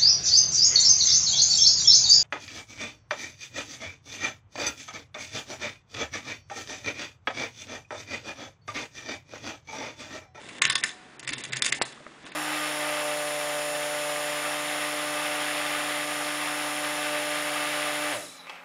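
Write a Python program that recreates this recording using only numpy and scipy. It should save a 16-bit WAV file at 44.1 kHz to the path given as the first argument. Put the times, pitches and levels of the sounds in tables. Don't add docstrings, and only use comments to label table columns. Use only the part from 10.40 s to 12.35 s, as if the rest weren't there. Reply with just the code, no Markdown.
import sys
import numpy as np
from scipy import signal
from scipy.fft import rfft, irfft, next_fast_len
from scipy.io import wavfile
from scipy.ndimage import uniform_filter1d

SR = 44100
rng = np.random.default_rng(int(sys.argv[2]) if len(sys.argv) > 2 else 0)


def volts_from_db(level):
    exponent = np.asarray(level, float) / 20
    return 10 ** exponent


def master_out(mix):
    frames = np.transpose(np.atleast_2d(mix))
    ceiling = np.clip(frames, -1, 1)
    pcm = np.round(ceiling * 32767).astype(np.int16)
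    wavfile.write(sys.argv[1], SR, pcm)


N = 85995
SIZE = 8192


def unit(x):
    return x / np.sqrt(np.mean(x ** 2) + 1e-20)


def along(points, hz):
    f, value = np.transpose(points)
    return np.interp(np.log(hz + 1), np.log(f + 1), value)


def curve(rows):
    s, db = np.transpose(rows)
    return volts_from_db(np.interp(np.arange(N) / SR, s, db))


def filtered(x, response):
    m = 2 * next_fast_len((len(x) + SIZE) // 2)
    return irfft(rfft(x, m) * response(np.fft.rfftfreq(m, 1 / SR)), m)[:len(x)]


def add(out, s, x):
    part = out[round(s * SR):][:len(x)]
    part += x[:len(part)]


# t/s, level/dB, favoured mode f/Hz, brightness level/dB, low dome note level/dB
CLACKS = [(0.2191, -13.6, 2250, -0.8, 7.5), (0.2519, -16.2, 2800.0, -3.6, -0.9),
          (0.299, -18.0, 3500.0, 0.5, 10.2), (0.3545, -18.1, 3520.0, 3.1, 5.9),
          (0.4375, -18.3, 1800, 0.9, 0.5), (0.8905, -26.7, 2230.0, 0.3, -2.0),
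          (0.9334, -27.5, 3700, -1.8, -4.9), (1.1324, -24.6, 1950.0, -4.1, -13.2),
          (1.1683, -28.3, 3480, 1.6, -3.1), (1.2217, -17.9, 3600.0, 4.6, 2.3),
          (1.2457, -24.3, 3600.0, 1.2, -1.1), (1.2558, -26.9, 6800.0, 4.6, -3.0),
          (1.2627, -20.8, 2280.0, 6.7, 1.7), (1.3241, -18.3, 2200, 0.9, 0.7),
          (1.4193, -20.6, 4300, 1.3, 1.3)]


def clacks():
    return blows(CLACKS, rise_s=0.0012, t60=0.021, spike_db=14.5)


def blows(rows, rise_s, t60, spike_db):
    lead_s, peak_s = .005, .001
    favour_db, favour_width_hz = 1, 500
    shake_db, shake_s = -18.5, 0.16
    out, t = np.zeros(N), np.arange(SIZE) / SR - lead_s
    swell = np.exp(np.minimum(t - peak_s, 0) / rise_s)
    decay = volts_from_db(-60 * (t - peak_s) / t60) + volts_from_db(shake_db - 60 * t / shake_s)
    for s, db, hz, *colour_db in rows:
        force = chatter(SIZE) * np.where(t < peak_s, swell, decay)
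        force[round(.006 * SR)] += volts_from_db(spike_db + 10 + 0.45 * db)

        def shell(f):
            return tin(f, *colour_db) * (1 + volts_from_db(favour_db) * mode(f, hz, favour_width_hz))

        x = filtered(even(force), shell)
        strength = np.std(x[round(lead_s * SR):][:round(.006 * SR)])
        add(out, s - lead_s, volts_from_db(db) * x / strength)
    return out


def chatter(count):
    jumps = 2.98 * uniform_filter1d(rng.standard_normal(count), size=9)
    return unit(rng.standard_normal(count) * volts_from_db(4.97 * jumps))


def even(force):
    z = rfft(force)
    power = uniform_filter1d(np.abs(z) ** 2, size=round(500 * len(force) / SR))
    return irfft(z / np.sqrt(np.abs(power) + 1e-9))


def mode(f, hz, width_hz):
    return 1j * f * width_hz / (hz * hz - f * f + 1j * f * width_hz)


# f/Hz, width f/Hz, level/dB
TIN_MODES = [(1085, 91, -5), (1490, 120, -5), (1790, 110, 1), (2030, 150, .5), (2300, 220, -5),
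             (2710, 260, -2), (3068, 400, -11), (3520, 220, -2.5), (3900, 260, -8.5), (4727, 490, -8),
             (5150, 350, -10.5), (6650, 550, -5.5), (7586, 600, -6.5), (9283, 1220, -10.5)]


def tin(f, bright_db=0, dome_db=0):
    scatter_db, body_db = 1.5, -22
    gains = volts_from_db(scatter_db * rng.standard_normal(len(TIN_MODES)))
    power = 0
    for (hz, width_hz, db), gain in zip(TIN_MODES, gains):
        level = db + bright_db * (hz > 4400) + dome_db * (hz < 1200)
        power = power + np.abs(gain * volts_from_db(level) * mode(f, hz, width_hz)) ** 2
    radiated = f ** 4 / (755 ** 4 + f ** 4)
    return causal(volts_from_db(body_db) + np.sqrt(power) * radiated)


def causal(gain):
    c = irfft(np.log(gain + 1e-6))
    c[1:len(c) // 2] *= 2
    c[len(c) // 2 + 1:] = 0
    return np.exp(rfft(c))


# f/Hz, level/dB, t60 t/s
CAGE_RINGS = [(1785, -21.5, 0.31), (2000, -26, .14), (2700, -26, .14), (3540, -25, .25), (3914, -27, 0.3),
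              (5240, -24, 0.19), (7300, -22, 0.053)]


def rings():
    out, t = np.zeros(N), np.arange(SR // 2) / SR
    for s, db, *_, dome_db in CLACKS:
        dome_hz = 1085 * (1 + .012 * rng.standard_normal())
        add(out, s, volts_from_db(db + dome_db - 23 - 60 * t / .08) * np.sin(2 * np.pi * dome_hz * t))
        for hz, level, t60 in CAGE_RINGS:
            fade = volts_from_db(db + level + 3 * rng.standard_normal() - 60 * t / t60)
            ring_hz = hz * (1 + .004 * rng.standard_normal())
            waver = .000014 * hz * np.cumsum(rng.standard_normal(len(t)))
            add(out, s, fade * np.sin(2 * np.pi * ring_hz * t + waver))
    pole = volts_from_db(-50 - 60 * t / 1.5) * np.sin(2 * np.pi * 738 * t)
    add(out, .44, pole * np.sin(2 * np.pi * t) ** .5)
    return out


# t/s, level/dB, favoured mode f/Hz, brightness level/dB
TICKS = [(0.0881, -39.7, 2300.0, -7.9), (0.1849, -45.3, 2200.0, -10.0), (0.1946, -49.3, 2600.0, 11.0),
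         (0.2405, -26.1, 1790.0, -8.7), (0.2626, -29.5, 3300.0, -3.5), (0.2774, -33.9, 3500.0, 3.0),
         (0.3317, -38.5, 3520.0, -2.5), (0.3794, -31.7, 3400.0, -4.3), (0.4285, -32.1, 2300.0, -14.9),
         (0.4605, -37.9, 3850.0, -5.1), (0.4906, -38.0, 3500.0, -8.9), (0.7946, -39.7, 2900.0, 6.6),
         (0.8283, -40.6, 1050.0, -7.0), (0.8467, -42.0, 2010.0, -5.8), (0.8695, -42.2, 3500.0, -0.6),
         (0.8747, -29.9, 2300.0, 0.1), (0.8778, -34.2, 2600.0, -1.6), (0.922, -36.0, 2000.0, -10.7),
         (0.9283, -33.2, 2000.0, -5.9), (0.9807, -35.1, 2910.0, 1.9), (1.0058, -39.1, 2230.0, -0.2),
         (1.0228, -45.3, 3740.0, -7.3), (1.0375, -33.1, 3590.0, 3.6), (1.0495, -34.1, 2270.0, 1.4),
         (1.106, -47.2, 1720.0, -24.0), (1.1216, -34.7, 3700.0, -0.6), (1.1763, -37.7, 2300.0, -3.0),
         (1.211, -44.2, 2300.0, -8.9), (1.3932, -46.1, 3200.0, -15.0), (1.5231, -45.3, 3330.0, -3.1),
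         (1.865, -41.3, 1150.0, -17.1), (1.8749, -52.3, 5000.0, 3.8), (1.918, -41.1, 2300.0, -10.6)]


def ticks():
    return blows(TICKS, rise_s=0.0007, t60=0.028, spike_db=19)


# start t/s, length t/s, level/dB, brightness level/dB
SCRAPES = [(0.874, 0.010, -38, -1), (0.897, 0.009, -38, -1), (0.923, 0.017, -38, -4),
           (0.98, 0.033, -47.5, 4.5), (1.122, .009, -32.5, 0), (1.158, .008, -32.5, 0),
           (1.18, 0.028, -45, -0.5), (1.268, 0.0357, -34, 3), (1.348, 0.023, -45, 10),
           (0.42, 0.024, -42, -16), (.262, 0.068, -34.5, -6), (.228, 0.0256, -33, 7), (.308, .03, -34.5, 0),
           (1.228, .014, -36.5, -5.5), (.45, 0.066, -45, -1)]


def scrapes():
    out, t = np.zeros(N), np.arange(SIZE) / SR
    for s, length, db, bright_db in SCRAPES:
        shape = np.clip(t / 0.0012, 0, 1) * np.clip((length - t) / .004 + 1, 0, 1)
        x = filtered(chatter(SIZE), lambda f: tin(f, bright_db))
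        add(out, s, volts_from_db(db) * unit(x) * shape)
    return out


# t/s, peak level/dB, pitch f/Hz
KNOCKS = [(.912, -35, 300), (.972, -39.5, 250), (1.389, -36, 800), (1.415, -24, 890), (1.576, -40.5, 1180),
          (1.605, -40, 600), (1.6655, -38.5, 600), (1.6655, -32, 1230), (1.6664, -35, 1960),
          (1.781, -44, 1430), (1.849, -41.5, 300)]


def knocks():
    out, t = np.zeros(N), np.arange(SIZE) / SR
    decay_cycles = 3.35
    for s, db, hz in KNOCKS:
        add(out, s, volts_from_db(db) * np.sin(2 * np.pi * hz * t) * np.exp(-t * hz / decay_cycles))
    return out


def slap():
    out, t = np.zeros(N), np.arange(SIZE) / SR
    push_s, back_s = .00011, .00026

    def bump(u):
        return u * np.exp(1 - u)

    push = bump(t / push_s)
    rebound = push_s / back_s * bump(t / back_s)
    add(out, 1.415, volts_from_db(-3.5) * (push - rebound))
    return out


# t/s, level/dB
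SPRING = [(0, -50), (.2, -47.5), (.45, -48), (.56, -61), (.78, -63), (.9, -48.5), (1.12, -48.5),
          (1.36, -44.5), (1.55, -57.5), (1.8, -61), (1.86, -48), (1.95, -57.5)]
# t/s, level/dB
HUM = [(0.0, -65), (0.194, -61), (0.26, -44.5), (0.624, -79.5), (0.656, -72), (0.688, -72), (0.934, -49.5),
       (1.052, -56.5), (1.14, -44), (1.2, -57), (1.472, -53), (1.53, -66), (1.928, -70), (1.95, -70)]


def clockwork():
    whir = unit(filtered(chatter(N), lambda f: tin(f, -7)))
    rumble = unit(filtered(chatter(N), lambda f: mode(f, 300, 590) ** 2))
    hum = unit(filtered(rng.standard_normal(N), lambda f: mode(f, 134, 23) ** 2))
    return curve(SPRING) * (whir + volts_from_db(-2.5) * rumble) + curve(HUM) * hum


# f/Hz, t60 t/s
ROOM = [(300, 0.12), (1500, 0.32), (4000, .32), (9500, .3)]


def room(x):
    out, step = np.zeros(N), SR // 10
    for start in range(0, N, step):
        hz, t, z = signal.stft(rng.standard_normal(SR // 2), SR, nperseg=256)
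        fade = volts_from_db(-60 * t / along(ROOM, hz)[:, None])
        tail = signal.istft(z * fade, SR, nperseg=256)[1]
        echo = signal.fftconvolve(x[start:start + step], tail / np.linalg.norm(tail))
        add(out, start / SR + .005, echo)
    return out


# f/Hz, level/dB
HISS = [(15, -28.5), (25, -28), (60, -11), (100, -19), (220, -3), (340, -3.5), (500, -9.5), (1700, -8),
        (3000, -15.5), (10000, -30.5), (22000, -120)]


def hiss():
    return volts_from_db(-52) * unit(filtered(rng.standard_normal(N), lambda f: volts_from_db(along(HISS, f))))


def scene():
    toy = clacks() + rings() + ticks() + scrapes() + knocks() + slap()
    return (toy + volts_from_db(-11) * room(toy) + clockwork() + hiss())[None]


# f/Hz, level/dB
STARVE = [(900, -60), (1500, -39), (3500, -31), (5200, -31), (6500, -27.5), (10000, -27)]


def starve(x):
    ahead_s, behind_s, behind_db = .024, .017, -.6
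    jump_db, patchy_db = 10, 5
    hz, t, z = signal.stft(x, SR, nperseg=256)
    power = uniform_filter1d(uniform_filter1d(np.abs(z) ** 2, size=5, axis=0), size=2, axis=1)
    gap = t[None] - t[:, None]
    window = (gap < ahead_s) & (gap > -behind_s)
    near = window * power.sum(axis=0) * np.where(gap < 0, volts_from_db(2 * behind_db), 1)
    treble = np.where(near > 0, power[hz > 3000].sum(axis=0), np.nan)
    upset = np.nanmax(treble, axis=1) > volts_from_db(jump_db) ** 2 * np.nanmin(treble, axis=1)
    patches = rng.standard_normal((len(hz) // 6 + 1, len(t) // 3 + 1))
    patches = np.repeat(np.repeat(patches, 6, axis=0), 3, axis=1)[:len(hz), :len(t)]
    floor = volts_from_db(along(STARVE, hz)[:, None] + patchy_db * patches) ** 2
    keep = power > upset * near.max(axis=1) * floor
    keep &= ~((hz[:, None] > 4400) & (t > 1.433) & (t < 1.453))
    return signal.istft(z * keep, SR, nperseg=256)[1][:N]


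def roll_off(x):
    return signal.sosfilt(signal.butter(12, 10190, fs=SR, output="sos"), x)


def record(dry):
    top_hz, edge_hz = 10250, 350
    full_scale, hardness = .72, 12

    def band_limit(f):
        return np.sin(np.pi / 2 * np.clip((top_hz - f) / edge_hz, 0, 1)) ** 2

    x = filtered(starve(dry[0]), band_limit)
    x = x / (1 + np.abs(x / full_scale) ** hardness) ** (1 / hardness)
    return roll_off(x[None])


dry = scene()
out = record(dry)
master_out(out)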